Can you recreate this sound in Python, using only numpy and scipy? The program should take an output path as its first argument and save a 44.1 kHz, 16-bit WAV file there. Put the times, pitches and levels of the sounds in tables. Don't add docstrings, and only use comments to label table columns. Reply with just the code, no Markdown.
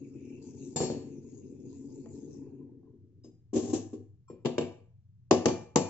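import sys
import numpy as np
from scipy import signal
from scipy.fft import rfft, irfft
from scipy.io import wavfile
from scipy.ndimage import uniform_filter1d

SR = 44100
rng = np.random.default_rng(int(sys.argv[2]) if len(sys.argv) > 2 else 0)


def pcm_store(signal):
    levels = np.round(np.clip(np.atleast_2d(signal), -1, 1) * 32767)
    wavfile.write(sys.argv[1], SR, levels.astype(np.int16).T)


N = 259749


def simmer():
    return (stew() * boiling(-47.5, spurt_share=0.16, slosh_share=0.35, calm_s=2.44, db_per_s=28.5)
            + surface() * boiling(-83.5, spurt_share=0.68, slosh_share=1.4, calm_s=2.54, db_per_s=45)
            + steam() * boiling(-73.5, spurt_share=0.12, slosh_share=0.34, calm_s=2.45, db_per_s=67)
            + droplets() * boiling(-74, spurt_share=0.84, slosh_share=0, calm_s=2.346, db_per_s=81))


# (frequency [Hz], bandwidth [Hz], level [dB])
STEW_RESONANCES = [(137.3, 15, 5.5), (145, 25, 0.5), (263.2, 30.3, 11.5), (284.8, 40, 8.5),
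                   (351.7, 60.6, 2), (384.3, 63.8, 4.5), (428, 42, -8)]
def stew():
    t = np.arange(SR // 4) / SR
    bubble = sum(amp(db) * width ** 3 * t ** 2 * np.exp(-2 * np.pi * width * t)
                 * np.sin(2 * np.pi * hz * t) for hz, width, db in STEW_RESONANCES)
    return unit_rms(signal.oaconvolve(pops(per_s=420, spread_db=4.5), bubble[None], axes=1)[:, :N])


# (frequency [Hz], level [dB])
BUBBLE_PITCHES = [(600, -13), (720, -4.5), (840, 3.5), (950, 0), (1080, -11.5), (1250, -19), (1500, -13.5),
                  (1800, -10), (2400, -35.5)]
def surface(per_s=600, cycles=7, glide=0.015, spread_db=3.3, sizes=40):
    t, out = np.arange(SR // 20) / SR, np.zeros((2, N))
    for hz in np.geomspace(BUBBLE_PITCHES[0][0], BUBBLE_PITCHES[-1][0], sizes):
        age = t * hz / cycles
        envelope = amp(lookup(BUBBLE_PITCHES, hz)) * age * np.exp(-2 * age)
        blip = envelope * np.sin(2 * np.pi * cycles * age * (1 + glide * age))
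        for when, rank, side in rng.random((int(per_s * N / SR / sizes), 3)):
            strength = amp(-spread_db * np.log(rank + 0.0021))
            pan = [np.cos(2 * np.pi * side), np.sin(2 * np.pi * side)]
            add(out, when * N / SR, strength * np.outer(pan, blip))
    return unit_rms(out)


# (frequency [Hz], spectral density [dB])
HISS_SPECTRUM = [(600, -23), (1200, -16.5), (1600, -19), (2100, -2.5), (2600, 9.5), (3250, -16),
                 (4500, -17.5)]
def steam(sag_db_per_s=6):
    hiss = coloured(rng.standard_normal((2, N)), HISS_SPECTRUM)
    return sputter(hiss, patchy_db=6) * amp(-sag_db_per_s * np.arange(N) / SR)


# (frequency [Hz], spectral density [dB])
SIZZLE_SPECTRUM = [(2000, -43), (3400, -20), (4300, -16.5), (5300, -10), (5800, -14), (6300, -5.5),
                   (6900, -0.5), (7500, -7), (8200, -16)]
def droplets():
    return sputter(coloured(pops(per_s=2500, spread_db=3.5), SIZZLE_SPECTRUM), patchy_db=4.5)


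def pops(per_s, spread_db):
    impulses = (rng.random((2, N)) < per_s / SR) * rng.choice([-1, 1], (2, N))
    return impulses * amp(spread_db * np.minimum(rng.exponential(1, (2, N)), 4))


def sputter(x, patchy_db):
    spectra = signal.stft(x, SR, nperseg=512)[2]
    patches = uniform_filter1d(rng.standard_normal(spectra.shape[1:]), size=9, axis=0)
    patches = uniform_filter1d(patches, size=11, axis=1)
    spectra *= amp(patchy_db * patches / patches.std())
    return unit_rms(signal.istft(spectra, SR, nperseg=512)[1][:, :N])


# (time [s], duration [s], rise at a share of 1 [dB])
STEAM_SPURTS = [(0.41, 0.3, 13), (1.214, 0.16, 6), (1.646, 0.37, 6.5), (2.10, 0.24, 10)]
# (time [s], duration [s], rise at a share of 1 [dB])
STEW_SLOSHES = [(2.41, 0.4, 5.5), (2.82, 0.054, 10)]
def boiling(db, spurt_share, slosh_share, calm_s, db_per_s):
    surge_db = spurt_share * surges(STEAM_SPURTS) + slosh_share * surges(STEW_SLOSHES)
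    cooling_db = db_per_s * np.maximum(np.arange(N) / SR - calm_s, 0)
    return amp(db + surge_db - cooling_db)


def surges(rows, attack_s=0.013, release_s=0.1):
    t = np.arange(N) / SR
    return sum(db * np.clip((t - s) / attack_s, 0, 1) * np.exp(-np.maximum(t - s - hold, 0) / release_s)
               for s, hold, db in rows)


# (time [s], level [dB], hardness [dB], bright band [Hz], rebound delay [s])
SUPPORT_CLANKS = [(4.3, -40, -33, 2200, .03), (4.449, -28.5, -13, 2800, 0.022),
                  (4.4564, -24, -2, 3500, .007), (4.581, -21.5, -3.5, 2750, .027),
                  (4.779, -57.5, -24.5, 2450, 0.027), (5.31, -13.5, 2.5, 5590, 0.015),
                  (5.457, -15, 1, 5700, 0.024), (5.7587, -17, 10.5, 6600, 0.011)]
# (thud [dB], clank [dB], bite [dB], tick [dB], steel [dB], iron [dB])
CLANK_BALANCE = [0.5, -9, -11, -20.5, -34.5, -27]
# (frequency [Hz], level [dB], T60 [s])
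HOB_MODES = [(101.8, -22, .45), (132.4, -14.5, 0.15), (156, -5, 0.12), (244.5, -4, 0.19),
             (300.6, -12, 0.12), (335.5, -12.5, 0.2), (372.4, 3, 0.075), (409, -4.5, 0.055),
             (470.8, -0.5, 0.11), (533, -15.5, 0.28), (658, 3.5, 0.18), (730, -7.5, 0.18), (849, 5.5, 0.11),
             (893.5, -7, 0.022), (990, -16.5, 0.12), (1055, -12, 0.065), (1149, -8.5, 0.14)]
def support_clanks(halving_db=18, rebound_db=-9, contact_s=0.0059, rebound_contact_s=0.016):
    rows = []
    for s, db, hard_db, bright_hz, delay in SUPPORT_CLANKS:
        softness = 2 ** (-hard_db / halving_db)
        rows += [(s, db, hard_db, contact_s * softness, bright_hz),
                 (s + delay, db + rebound_db, hard_db, rebound_contact_s * softness, bright_hz)]
    return impacts(rows, HOB_MODES, CLANK_BALANCE, body_db=-7, crack_db=2.78,
                   rise_s=0.0018, attack_s=0.001)


POT_BRIGHT_HZ = 7000
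# (time [s], level [dB], hardness [dB], contact time [s])
POT_JOLTS = [(3.241, -46.5, -4.5, 0.023), (3.270, -47.5, -25, 0.011), (3.531, -23, -6.5, 0.068),
             (3.556, -18.5, -2.5, 0.029), (3.73, -20, 2.5, .028), (3.93, -30.5, -19, 0.016),
             (3.998, -46, -44, .006)]
# (thud [dB], clank [dB], bite [dB], tick [dB], steel [dB], iron [dB])
JOLT_BALANCE = [-1.5, -21.5, -19.5, -18, -27.5, -37.5]
# (frequency [Hz], level [dB], T60 [s])
POT_MODES = [(101.9, -16.5, 0.64), (159, -29.5, 0.17), (251.1, -1, 0.2), (263.7, -0.5, 0.05),
             (309, 2, 0.15), (350.5, -25, 0.25), (387.1, 0.5, 0.15), (446, -18.5, 0.27), (475, -10, 0.15),
             (583, -15.5, 0.06), (678, -7.5, 0.095), (770, -2, 0.079), (1053, -8, 0.053)]
def pot_on_burner(slips=4, slip_db=-32, slip_hard_db=1.5, slip_contact_s=0.019):
    slip_times = np.linspace(3.62, 3.695, slips) + 0.005 * rng.standard_normal(slips)
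    drag = [(s, slip_db, slip_hard_db, slip_contact_s) for s in slip_times]
    rows = [(*row, POT_BRIGHT_HZ) for row in POT_JOLTS + drag]
    return impacts(rows, POT_MODES, JOLT_BALANCE, body_db=-5, crack_db=-0.1,
                   rise_s=0.0069, attack_s=0.0075)


# (time [s], level [dB], hardness [dB], contact time [s])
SUPPORT_KNOCKS = [(0.760, -26, 11, 0.063), (0.804, -20.5, -6.5, 0.019), (0.816, -26.5, 0, 0.021),
                  (0.834, -25.5, 0.5, 0.041), (0.901, -25.5, -11, 0.066)]
# (thud [dB], clank [dB], bite [dB], tick [dB], steel [dB], iron [dB])
KNOCK_BALANCE = [-0.5, -17.5, -14, -20.5, -16.5, -28.5]
def support_knocks():
    rows = [(*row, POT_BRIGHT_HZ) for row in SUPPORT_KNOCKS]
    return impacts(rows, HOB_MODES, KNOCK_BALANCE, body_db=-8, crack_db=-1.5,
                   rise_s=0.00043, attack_s=0.0027)


# (time [s], level [dB], hardness [dB], contact time [s])
HANDLE_GRASPS = [(2.059, -58, 0, .003)]
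# (thud [dB], clank [dB], bite [dB], tick [dB], steel [dB], iron [dB])
GRASP_BALANCE = [2, 2, -3.5, -40, -37.5, -32]
def handle():
    rows = [(*row, POT_BRIGHT_HZ) for row in HANDLE_GRASPS]
    return impacts(rows, HOB_MODES, GRASP_BALANCE, body_db=-6, crack_db=1.5,
                   rise_s=0.001, attack_s=0.001)


# (frequency [Hz], level [dB], T60 [s])
STEEL_MODES = [(620, -7.5, 0.36), (759, -7.5, 0.57), (898, -5.5, 0.16), (1712, -24.5, 0.7),
               (1710, -32, 0.29), (2230, -25, 0.12), (2760, -26.5, .4), (3586, -12.5, 0.11),
               (3870, -25, 0.53), (4090, -24, 0.48), (4446, -11.5, 0.39), (4820, -19, 0.34),
               (5390, -8, 0.3), (5500, -20, 0.47), (5770, -12.5, 0.17), (6040, -27.5, .35), (6250, -16, .3),
               (6970, -6.5, 0.15), (6660, -9, 0.17), (6980, -1.5, 0.25), (7020, -4.5, 0.063),
               (7440, 10.5, 0.093), (8000, -5.5, .25)]
# (frequency [Hz], level [dB], T60 [s])
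IRON_MODES = [(1795, -10, 0.22), (2160, -10.5, 0.16), (2365, -10.5, .45), (2625, -7, 0.16),
              (2912, -16.5, 0.053), (2910, -5.5, 0.14), (2930, -4, 0.05), (3550, -6, 0.043),
              (3747, -4.5, 0.11), (4270, -5, .1), (4590, -1, 0.12), (5020, -4.5, 0.1), (5350, -19, 0.035),
              (5630, -5, 0.057), (6350, -3.5, 0.054), (7120, 0.5, 0.072), (7330, -8.5, 0.17)]
# (frequency [Hz], spectral density [dB])
CRACK_SPECTRUM = [(20, -43), (55, -22.5), (110, -3), (400, 6), (600, 9), (900, 5), (1170, 3), (1330, -11),
                  (1700, -6), (2200, -9), (2850, -2), (3300, -5.5), (7300, -1), (7800, -4.5), (8300, -2)]
# (thud [Hz], clank [Hz], bite [Hz], tick [Hz])
BAND_CENTRES = [380, 800, 2600, 6000]
HARDNESS_SHARES = [0, 0.47, 0.44, 0.74, 1, 0.44]
def impacts(rows, modes, balance_db, body_db, crack_db, rise_s, attack_s):
    t, out = np.arange(SR // 2) / SR, np.zeros((2, N))
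    hz, onset = bins(len(t)), 1 - np.exp(-t / attack_s)
    body = ringing(modes, t) * (1 - np.exp(-t / rise_s))
    steel = ringing(STEEL_MODES, t)
    low = np.transpose(modes)[0] < 570
    for s, db, hard_db, contact_s, bright_hz in rows:
        parts_db = db + np.array(balance_db) + hard_db * np.array(HARDNESS_SHARES)
        thud_db, clank_db, bite_db, tick_db, steel_db, iron_db = parts_db
        thud = amp(thud_db) * excite(body[low], spread_db=0, scatter_rad=0.84)
        clank = amp(clank_db) * excite(body[~low], spread_db=4, scatter_rad=2)
        iron = ringing(loaded(IRON_MODES, shift=0.012), t)
        iron *= amp(contact_lift(np.array(IRON_MODES)[:, :1], bright_hz))
        iron_db += 0.6 * contact_lift(2800, bright_hz)
        ring = amp(steel_db) * excite(steel, spread_db=4, scatter_rad=1.6)
        ring += amp(iron_db) * excite(iron, spread_db=3.5, scatter_rad=3.6)
        colour_db = np.interp(np.log(hz + 1), np.log(BAND_CENTRES), [thud_db, clank_db, bite_db, tick_db])
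        colour_db += contact_lift(hz, bright_hz) + lookup(CRACK_SPECTRUM, hz) + crack_db
        crack = irfft(rfft(rng.standard_normal((2, len(t)))) * amp(colour_db), len(t))
        fade = unit_hit((np.exp(-t / contact_s) * onset)[None])
        add(out, s, amp(body_db) * (thud + clank) + crack * fade + ring * onset)
    return signal.sosfilt(signal.butter(4, 79, "high", fs=SR, output="sos"), out)


def ringing(modes, t):
    hz, db, t60 = np.transpose(modes)[:, :, None]
    return amp(db - 60 * t / t60) * np.exp(2j * np.pi * hz * t)


def excite(rings, spread_db, scatter_rad):
    shape = (2, len(rings))
    strengths = amp(spread_db * rng.standard_normal(shape))
    phases = np.exp(1j * scatter_rad * rng.standard_normal(shape))
    return unit_hit(-((strengths * phases) @ rings).imag)


def loaded(modes, shift):
    hz, db, t60 = np.transpose(modes)
    return np.transpose([hz * (1 + shift * rng.standard_normal(len(hz))), db, t60])


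def contact_lift(hz, bright_hz, lift_db=6.5, octaves=0.3):
    return lift_db * np.exp(-(np.log2((hz + 1) / bright_hz) / octaves) ** 2)


# (time [s], level [dB])
SUPPORT_CLINKS = [(4.280, -61), (4.297, -62)]
# (frequency [Hz], level [dB], T60 [s])
FREE_IRON_MODES = [(970, 3.5, 0.033), (1060, 6.5, 0.068), (1320, -10, 0.11), (2410, -18.5, 0.21),
                   (3250, -27, .14), (4370, -24.5, 0.11), (5380, -19.5, 0.15), (6800, -27.5, 0.14),
                   (7450, -4.5, .09)]
# (time [s], level [dB])
LID_CLINKS = [(3.236, -67)]
# (frequency [Hz], level [dB], T60 [s])
LID_MODES = [(2170, -20, 0.18), (2910, -9, 0.17), (3770, -5.5, 0.1), (5000, -0.5, 0.133), (5040, 9.5, 0.21),
             (6288, -5, 0.17), (7550, -8.5, .22)]
def clinks():
    t, out = np.arange(SR // 2) / SR, np.zeros((2, N))
    for rows, modes, attack_s in (SUPPORT_CLINKS, FREE_IRON_MODES, 0.005), (LID_CLINKS, LID_MODES, 0.0028):
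        rings = ringing(modes, t) * (1 - np.exp(-t / attack_s))
        for s, db in rows:
            add(out, s, amp(db) * excite(rings, spread_db=1.5, scatter_rad=2))
    return out


# (frequency [Hz], T60 [s])
ROOM_DECAY = [(100, .55), (260, 0.28), (700, 0.46), (1900, 0.42), (5000, 0.35), (8000, 0.4)]
# (frequency [Hz], level [dB])
ROOM_LEVEL = [(100, 0.5), (400, -6), (900, -6), (2500, -5), (7000, -7)]
def kitchen(x, build_s=0.012):
    hz, t, spectra = signal.stft(rng.standard_normal((2, SR * 2 // 3)), SR, nperseg=256)
    t60 = lookup(ROOM_DECAY, hz)[:, None]
    spectra *= amp(lookup(ROOM_LEVEL, hz)[:, None] - 60 * t / t60)
    spectra *= np.sqrt(2 * np.log(1000) / (t60 * SR))
    tail = signal.istft(spectra, SR, nperseg=256)[1]
    tail *= 1 - np.exp(-np.arange(tail.shape[1]) / SR / build_s)
    return x + signal.fftconvolve(x, tail, axes=1)[:, :N]


# (frequency [Hz], spectral density [dB])
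RUMBLE_SPECTRUM = [(20, -9.5), (50, -23), (75, -8.5), (95, 5), (125, -6), (170, -10), (250, -29),
                   (350, -36.5), (700, -49.5), (1300, -52.5), (8000, -58)]
# (frequency [Hz], level [dB])
HUM_TONES = [(101, -71), (121, -65)]
def background(rumble_db=-60):
    t = np.arange(N) / SR
    wander = unit_rms(irfft(rfft(rng.standard_normal((len(HUM_TONES), N))) * (bins(N) < 3), N))
    hum = sum(amp(db) * np.sqrt(2) * np.sin(2 * np.pi * hz * t + 0.2 * drift)
              for (hz, db), drift in zip(HUM_TONES, wander))
    return amp(rumble_db) * coloured(rng.standard_normal((2, N)), RUMBLE_SPECTRUM) + hum


def amp(db):
    return 10 ** (np.asarray(db) / 20)


def unit_rms(x):
    return x / np.sqrt(np.mean(x ** 2, -1, keepdims=True) + 1e-20)


def unit_hit(x):
    return x / np.sqrt(np.mean(x[:, :int(0.03 * SR)] ** 2, 1, keepdims=True) + 1e-20)


def lookup(points, hz, column=1):
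    table = np.transpose(points)
    return np.interp(np.log(hz + 1), np.log(table[0] + 1), table[column])


def bins(size):
    return np.fft.rfftfreq(size, 1 / SR)


def coloured(x, spectrum):
    return unit_rms(irfft(rfft(x) * amp(lookup(spectrum, bins(N))), N))


def add(mix, s, sound):
    part = mix[:, round(s * SR):][:, :sound.shape[1]]
    part += sound[:, :part.shape[1]]


def scene():
    direct = clinks() + support_knocks() + handle() + pot_on_burner() + support_clanks() + simmer()
    return kitchen(direct) + background()


# (frequency [Hz], coherence [0-1], left minus right [dB], left lead [rad])
MIC_PORTS = [(59.5, 1, 0, -1.3), (378, 0.94, 4.5, .1), (620, 0, 0, 0.079), (970, 1, 1, 1),
             (1490, 0.8, 0.5, 0.93), (2540, 0.11, 1, .3), (4200, 0.1, 1.5, -2.5), (6500, 0.5, 10.5, -2.1),
             (8300, 0, -4, -2.6)]
def record(dry, edge_hz=7800):
    hz, _, (left, other) = signal.stft(dry, SR, nperseg=512, noverlap=384)
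    coherence, side_db, lead = (lookup(MIC_PORTS, hz[:, None], column) for column in (1, 2, 3))
    right = (coherence * left + np.sqrt(1 - coherence ** 2) * other) * np.exp(-1j * lead)
    spectra = np.array([left * amp(side_db / 2), right * amp(-side_db / 2)])
    pair = signal.istft(spectra, SR, nperseg=512, noverlap=384)[1]
    lowpass = signal.firwin(151, edge_hz, window=("kaiser", 7), fs=SR)
    return signal.oaconvolve(pair[:, :N], lowpass[None], "same")


dry = scene()
out = record(dry)
pcm_store(out)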